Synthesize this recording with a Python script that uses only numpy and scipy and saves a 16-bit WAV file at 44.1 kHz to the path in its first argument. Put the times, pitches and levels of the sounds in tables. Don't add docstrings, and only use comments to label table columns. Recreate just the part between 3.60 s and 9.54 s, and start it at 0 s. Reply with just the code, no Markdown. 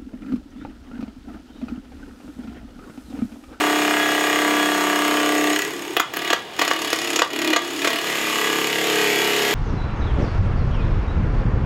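import sys
import numpy as np
from scipy import signal
from scipy.fft import rfft, irfft, next_fast_len
from scipy.io import wavfile
from scipy.ndimage import map_coordinates

SR = 44100
rng = np.random.default_rng(int(sys.argv[2]) if len(sys.argv) > 2 else 0)


def log_audio(samples):
    frames = np.atleast_2d(samples).T
    limited = np.clip(frames, -1, 1)
    pcm = np.round(limited * 32767).astype(np.int16)
    wavfile.write(sys.argv[1], SR, pcm)


N = 261954

# time in seconds, turns per second.
SPINDLE_SPEED = [(0, 33.26), (0.85, 33.39), (1.4, 33.11), (1.93, 33.31), (2.1, 34.71), (2.55, 35.56),
                 (2.78, 34.37), (3.15, 35.72), (3.58, 34.57), (3.8, 35.38), (4.02, 34.36), (4.35, 36.18),
                 (4.55, 34.93), (4.85, 34.73), (5.15, 35.29), (5.45, 34.56), (5.94, 34.04)]
# frequency in Hz, seconds to decay by 60 dB.
ROOM_DECAY = [(200, 0.067), (2000, 0.3), (6000, 0.19), (14000, 0.062)]
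# frequency in Hz, width in Hz, relative lift in dB.
RESONANCES = [(700, 130, 8), (915, 60, 6), (1160, 150, 8), (1662, 55, 9), (1895, 80, 6), (2010, 70, 4),
              (2430, 70, 5), (2900, 100, 8), (3335, 60, 7), (3600, 90, 4), (5160, 110, 9), (6595, 110, 11),
              (6850, 90, 10), (8300, 180, 6), (11350, 550, 5)]
# middle in seconds, half width in seconds, level in dB.
SHANK_SQUEALS = [(.46, 0.075, -33), (1.006, .12, -33.5)]
# start and end in seconds, then, in relative dB, final level,
# rise during the touch, thrum against scrape, hiss against scrape, extra bite at the high spot.
TOUCH_EVENTS = [(2.523, 2.69, -27.5, 6.5, -5, -10, 10), (2.896, 2.99, -35.5, 15, -8, -6, 14),
                (2.98, 3.155, -29, -2.5, -4, -9, 13.5), (3.174, 3.562, -27, 3.5, -2, -5.5, 11.5),
                (3.69, 3.893, -23, 9, 0, -9.5, 19), (3.99, 4.203, -30, 7.5, 2, -5.5, 5),
                (4.207, 4.373, -25.5, 1, -1.5, -9, 13)]
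# time in seconds, relative level, crack share and fizz share in dB,
# decay time in seconds.
CATCH_EVENTS = [(2.367, 2, -24, -21, 0.0061), (2.398, -1, -16, -18, 0.0062),
                (2.536, -15.5, -10.5, -15, 0.0077), (2.568, -10.5, -22, -12, 0.0057),
                (2.702, -2, -20, -31, 0.007), (2.73, 1.5, -17.5, -24, 0.0044),
                (2.99, -11, -13, -25, 0.0082), (3.015, -0.5, -18.5, -27, 0.0061),
                (3.077, -10.5, -10, -26, 0.0065), (3.11, -7, -17, -36, 0.01), (3.328, -6, -13, -25, 0.0083),
                (3.559, -6, -6.5, -21, 0.0065), (3.59, -3, -16, -33, 0.0071), (3.619, 0.5, -17, -34, 0.005),
                (3.93, -0.5, -17, -31, 0.0069), (3.962, -2.5, -14.5, -30, 0.0074),
                (4.245, -7, -15, -27, 0.0062), (4.271, -7, -12, -30, 0.0097)]
# time in seconds, relative pressure in dB.
TOOL_PRESSURE = [(4.4, -26), (4.858, -23), (5.138, -24), (5.418, -21.5), (5.9, -22)]
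# multiple of the spindle speed, relative level in dB.
CHATTER_LINES = [(4, -32), (5, -28.5), (6, -17.5), (7, -20.5), (8, -20.5), (9, 1.5), (10, -12), (11, -9.5),
                 (12, -10.5), (13, -8.5), (14, -11.5), (16, -15), (18, -11), (20, -11), (22, -13)]
DRONE_LINES = [(4, -18), (5, -14.5), (6, -17), (7, -11), (8, -9), (9, -1.5), (10, -4), (11, -6.5), (12, 2),
               (13, -1), (14, -9)]
# frequency in Hz, relative level in dB.
MOTOR_COLOUR = [(25, -16), (45, -10), (80, -11), (140, 1.5), (220, 1), (400, 5), (560, 3), (900, 0.5),
                (1500, -5), (3400, -3.5), (5200, -14), (10000, -23), (16000, -29)]
THRUM_COLOUR = [(40, -45.5), (110, -34), (160, -13.5), (230, -13.5), (300, 7.5), (440, 1), (540, -31.5),
                (800, -23), (2000, -66)]
CATCH_KNOCK_COLOUR = [(60, -34), (150, -30), (300, 4), (450, 3), (640, -0.5), (850, -5.5), (1150, 0.5),
                      (1900, 0.5), (3000, -3), (4200, -5.5), (6000, -45), (12000, -33)]
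HIGH_SPOT_COLOUR = [(480, -30), (590, -2), (670, 2), (760, 1), (840, -7), (1100, 3), (1400, -4), (1700, 0),
                    (3000, -8), (5000, -28)]
LIGHT_SCRAPE_COLOUR = [(350, -47), (580, -2), (1150, -1.5), (1450, -1), (2000, 1), (2700, 2), (3400, -0.5),
                       (4500, -3), (6000, -47), (12000, -17.5)]
LIGHT_HISS_COLOUR = [(2500, -63), (4800, 5), (5700, 2.5), (7400, 3.5), (9000, -7.5), (9700, 2.5),
                     (10400, -6), (11500, -4.5), (14000, -11), (15700, -28)]
SMOOTH_SCRAPE_COLOUR = [(350, -24), (520, -0.5), (700, -2.5), (900, -1.5), (1150, -4), (2000, 2.5),
                        (2700, 2), (3400, -1), (4500, -6), (6000, -45)]
SMOOTH_HISS_COLOUR = [(2500, -18), (4800, 2.5), (6000, -0.5), (7400, 1.5), (8800, -7.5), (10700, -2),
                      (11400, -5.5), (13400, -1.5), (15700, -17)]
HEAVY_SCRAPE_COLOUR = [(500, -84), (750, -1.5), (900, -0.5), (1200, -1.5), (1450, 0.5), (2000, 2.5),
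                       (2600, 0.5), (3400, -4), (4500, -9), (6000, -51), (12000, -30)]
HEAVY_HISS_COLOUR = [(2500, -13), (4800, 1.5), (5700, 2), (8300, 2), (9200, -4.5), (10500, -5.5),
                     (11700, -1.5), (12700, -4), (15700, -5.5)]

SHANK_HZ = 3338


def amp(db):
    return 10 ** (np.asarray(db) / 20)


def rms(x):
    return np.sqrt(np.mean(x ** 2) + 1e-20)


def unit(x):
    return x / rms(x)


def clock():
    return np.arange(N) / SR


def along(points, hz):
    freqs, values = np.transpose(points)
    return np.interp(np.log(hz + 1), np.log(freqs + 1), values)


def curve(points):
    return np.interp(clock(), *np.transpose(points))


def wobble(rate):
    knots = rng.standard_normal(int(N * rate / SR) + 4)
    return map_coordinates(knots, [np.arange(N) * rate / SR])


def onset(start, attack):
    return np.clip((clock() - start) / attack, 0, 1)


def release(end, db_per_s):
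    return amp(-db_per_s * np.maximum(clock() - end, 0))


def swell(middle_s, half_s):
    return np.exp(-((clock() - middle_s) / half_s) ** 2)


def split(x, kind, hz):
    return signal.sosfilt(signal.butter(4, hz, kind, fs=SR, output="sos"), x)


def body(x, colour, ring=1, size=8192):
    hz = np.fft.rfftfreq(size, 1 / SR)
    peaks_db = sum(lift / (1 + (2 * (hz - f) / width) ** 2) for f, width, lift in RESONANCES)
    cepstrum = irfft(np.log(amp(along(colour, hz) + ring * peaks_db)))[:size // 2]
    cepstrum[0] = 0
    response = irfft(np.exp(rfft(2 * cepstrum, size)))
    return signal.fftconvolve(x, response / np.linalg.norm(response))[:N]


def surface(turns, renew_hz, steep, size=1400):
    spectra = rfft(rng.standard_normal((int(turns[-1]) + 2, size)))
    ridge_hz = np.arange(spectra.shape[1]) * turns[-1] * SR / N
    kept = np.exp(-(ridge_hz / renew_hz) ** steep)
    for k in range(1, len(spectra)):
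        spectra[k] = kept * spectra[k - 1] + np.sqrt(1 - kept ** 2) * spectra[k]
    return unit(map_coordinates(irfft(spectra).ravel(), [turns * size], order=3))


def bite(turns, depth_db, width):
    angle = turns % 1
    spot = np.exp(-angle / width) + np.exp((angle - 1) / 0.032)
    depth = amp(depth_db)
    mean_square = 1 + 2 * depth * spot.mean() + depth ** 2 * np.mean(spot ** 2)
    return (1 + depth * spot) / np.sqrt(mean_square)


def bumps(turns, scatter_db=0.6):
    pushes = np.diff(np.floor(turns), prepend=np.floor(turns[0]))
    return unit(pushes * amp(scatter_db * wobble(30)))


def harmonics(turns, lines, flutter_db, flutter_rate, jitter_rad, jitter_rate):
    tone = np.zeros(N)
    for multiple, db in lines:
        level = amp(db + flutter_db * wobble(flutter_rate))
        phase = 2 * np.pi * (multiple * turns + rng.random())
        tone += level * np.sin(phase + jitter_rad * wobble(jitter_rate))
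    return unit(tone)


def shavings(force, colour, grain_db, ring):
    snaps = rng.standard_normal(N) * amp(grain_db * wobble(1800))
    return unit(body(snaps * force, colour, ring))


def workshop(x):
    hz, t, noise = signal.stft(rng.standard_normal(SR // 2), SR, nperseg=256)
    decay = amp(-60 * t / along(ROOM_DECAY, hz)[:, None])
    tail = signal.istft(noise * decay, SR, nperseg=256)[1]
    delayed = np.pad(x, (round(0.005 * SR), 0))
    return signal.fftconvolve(delayed, tail / np.linalg.norm(tail))[:N]


def motor(turns):
    vibration = 0.68 * surface(turns, 5400, 1) + rng.standard_normal(N)
    return amp(-36.5) * unit(body(vibration, MOTOR_COLOUR, ring=0.57))


def squeal(waver_rad=0.43):
    level = sum(amp(db) * swell(middle, half) for middle, half, db in SHANK_SQUEALS)
    tone = np.sin(2 * np.pi * SHANK_HZ * clock() + waver_rad * wobble(30.8))
    return level * unit(tone * amp(1.8 * wobble(30)))


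def light_touches(turns):
    thrum, scrape, hiss = np.zeros((3, N))
    for start, end, db, rise_db, thrum_db, hiss_db, runout_db in TOUCH_EVENTS:
        lean_db = rise_db * (onset(start, end - start) - 1)
        contact = amp(db + lean_db) * onset(start, attack=0.046) * release(end, db_per_s=131)
        thrum += amp(thrum_db) * contact * bite(turns, runout_db - 10, width=0.54)
        scrape += contact * bite(turns, runout_db - 3.5, width=0.16)
        hiss += amp(hiss_db) * contact * bite(turns, runout_db, width=0.11)
    low = rms(thrum) * unit(body(thrum * surface(turns, 2800, 0.89), THRUM_COLOUR))
    rasp = rms(scrape) * unit(body(scrape * surface(turns, 2220, 3.66), LIGHT_SCRAPE_COLOUR))
    peel = rms(hiss) * shavings(hiss, LIGHT_HISS_COLOUR, grain_db=2.5, ring=0.85)
    return amp(-1.5) * low + amp(0.1) * rasp + amp(-0.7) * peel


def catches(rise_s=0.0022, lead_s=0.00078):
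    forces = np.zeros((3, N + SR))
    t = np.arange(SR // 3) / SR
    for time_s, db, crack_db, fizz_db, decay_s in CATCH_EVENTS:
        tear = (1 - np.exp(-t / rise_s)) * np.exp(-(t / decay_s) ** 2)
        tear /= tear.max()
        parts = [amp(-9) * tear, amp(crack_db - 2) * tear, amp(fizz_db + 7) * tear ** 2]
        first = round((time_s - lead_s) * SR)
        forces[:, first:first + len(t)] += amp(db) * np.array(parts)
    fibres = unit(rng.standard_normal((3, N)) * amp(4.5 * wobble(1500)))
    knock_force, crack_force, fizz_force = forces[:, :N] * fibres
    shank = amp(-60 * t / 0.44) * np.sin(2 * np.pi * SHANK_HZ * t)
    ringing = amp(-25) * signal.fftconvolve(knock_force, shank / np.linalg.norm(shank))[:N]
    knock = body(knock_force, CATCH_KNOCK_COLOUR, ring=0.95)
    crack = split(body(crack_force, LIGHT_HISS_COLOUR, ring=0.85), "low", 7540)
    fizz = split(body(fizz_force, HEAVY_HISS_COLOUR), "high", 12000)
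    return knock + ringing + crack + fizz


def smooth_cut(turns, start_s=4.35):
    t, pressure_db = clock(), curve(TOOL_PRESSURE)
    tilt_db = 0.45 * (pressure_db - pressure_db[-1])
    middle = np.mean([k for k, db in DRONE_LINES])
    lines = [(k, db + tilt_db * max(k - middle, 0)) for k, db in DRONE_LINES]
    drone = harmonics(turns, lines, flutter_db=1.64, flutter_rate=3.6, jitter_rad=0.27, jitter_rate=6.4)
    thump = unit(body(bumps(turns) + surface(turns, 1000, 0.7), THRUM_COLOUR))
    ease_db = 7.5 * swell(middle_s=5.07, half_s=0.22)
    force = surface(turns, 7100, 0.94) * bite(turns, ease_db - 0.5, width=0.088)
    rasp = unit(body(force, SMOOTH_SCRAPE_COLOUR, ring=0.73))
    peel = shavings(bite(turns, ease_db + 1.5, width=0.04), SMOOTH_HISS_COLOUR, grain_db=2.5, ring=0.73)
    echo_delay_s = 0.00013 + 0.000013 * (t - start_s)
    peel = peel + 0.13 * map_coordinates(peel, [SR * (t - echo_delay_s)])
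    wood = amp(pressure_db) * (amp(-4) * drone + amp(-9) * thump + amp(-0.8) * rasp)
    hiss = amp(0.87 * pressure_db - 11.5) * peel
    return onset(start_s, attack=0.12) * (wood + hiss)


def heavy_cut(turns, back_off_s=1.92, lift_s=2.345):
    t = clock()
    contact = np.maximum(release(back_off_s, db_per_s=46), amp(-12)) * release(lift_s, db_per_s=200)
    locked = 1 - onset(back_off_s, attack=0.21)
    parting = swell(middle_s=1.986, half_s=0.044)
    runout_db = -10 + 7 * t + 12 * parting
    tone = harmonics(turns, CHATTER_LINES, flutter_db=2.3, flutter_rate=4.27,
                     jitter_rad=0.066, jitter_rate=7.8)
    loose = unit(body(surface(turns, 1500, 0.66), THRUM_COLOUR))
    chatter = amp(-23.5 + t) * (locked * tone + (1 - 1.05 * locked) * loose)
    blows = bumps(turns - 0.045) + 0.34 * bumps(turns - 0.185)
    knock = amp(-2 - 0.9 * t) * locked ** 4 * unit(body(blows, HIGH_SPOT_COLOUR))
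    force = surface(turns, 4000, 1.5) * bite(turns - 0.02, runout_db + 2.5, width=0.1)
    rasp = amp(-3 + 2 * parting) * unit(body(force, HEAVY_SCRAPE_COLOUR, ring=0.78))
    peel = shavings(bite(turns, runout_db + 6, width=0.029), HEAVY_HISS_COLOUR, grain_db=2, ring=1.16)
    hiss = contact ** 0.78 * amp(-32 + 5.6 * parting) * peel
    return contact * (chatter + amp(-22) * (knock + rasp)) + hiss


def scene():
    turns = np.cumsum(curve(SPINDLE_SPEED)) / SR + 0.73
    tearing = light_touches(turns) + catches()
    cutting = heavy_cut(turns) + squeal() + smooth_cut(turns)
    radiated = tearing + split(cutting, "high", 690)
    return (cutting + tearing + amp(-9) * workshop(radiated) + motor(turns))[None]


def record(dry, ceiling=0.9, top_hz=15850):
    rounded = dry / (1 + abs(dry / ceiling) ** 6) ** (1 / 6)
    size = next_fast_len(N + SR // 2)
    passband = np.fft.rfftfreq(size, 1 / SR) < top_hz
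    return irfft(rfft(rounded, size) * passband, size)[:, :N]


dry = scene()
out = record(dry)
log_audio(out)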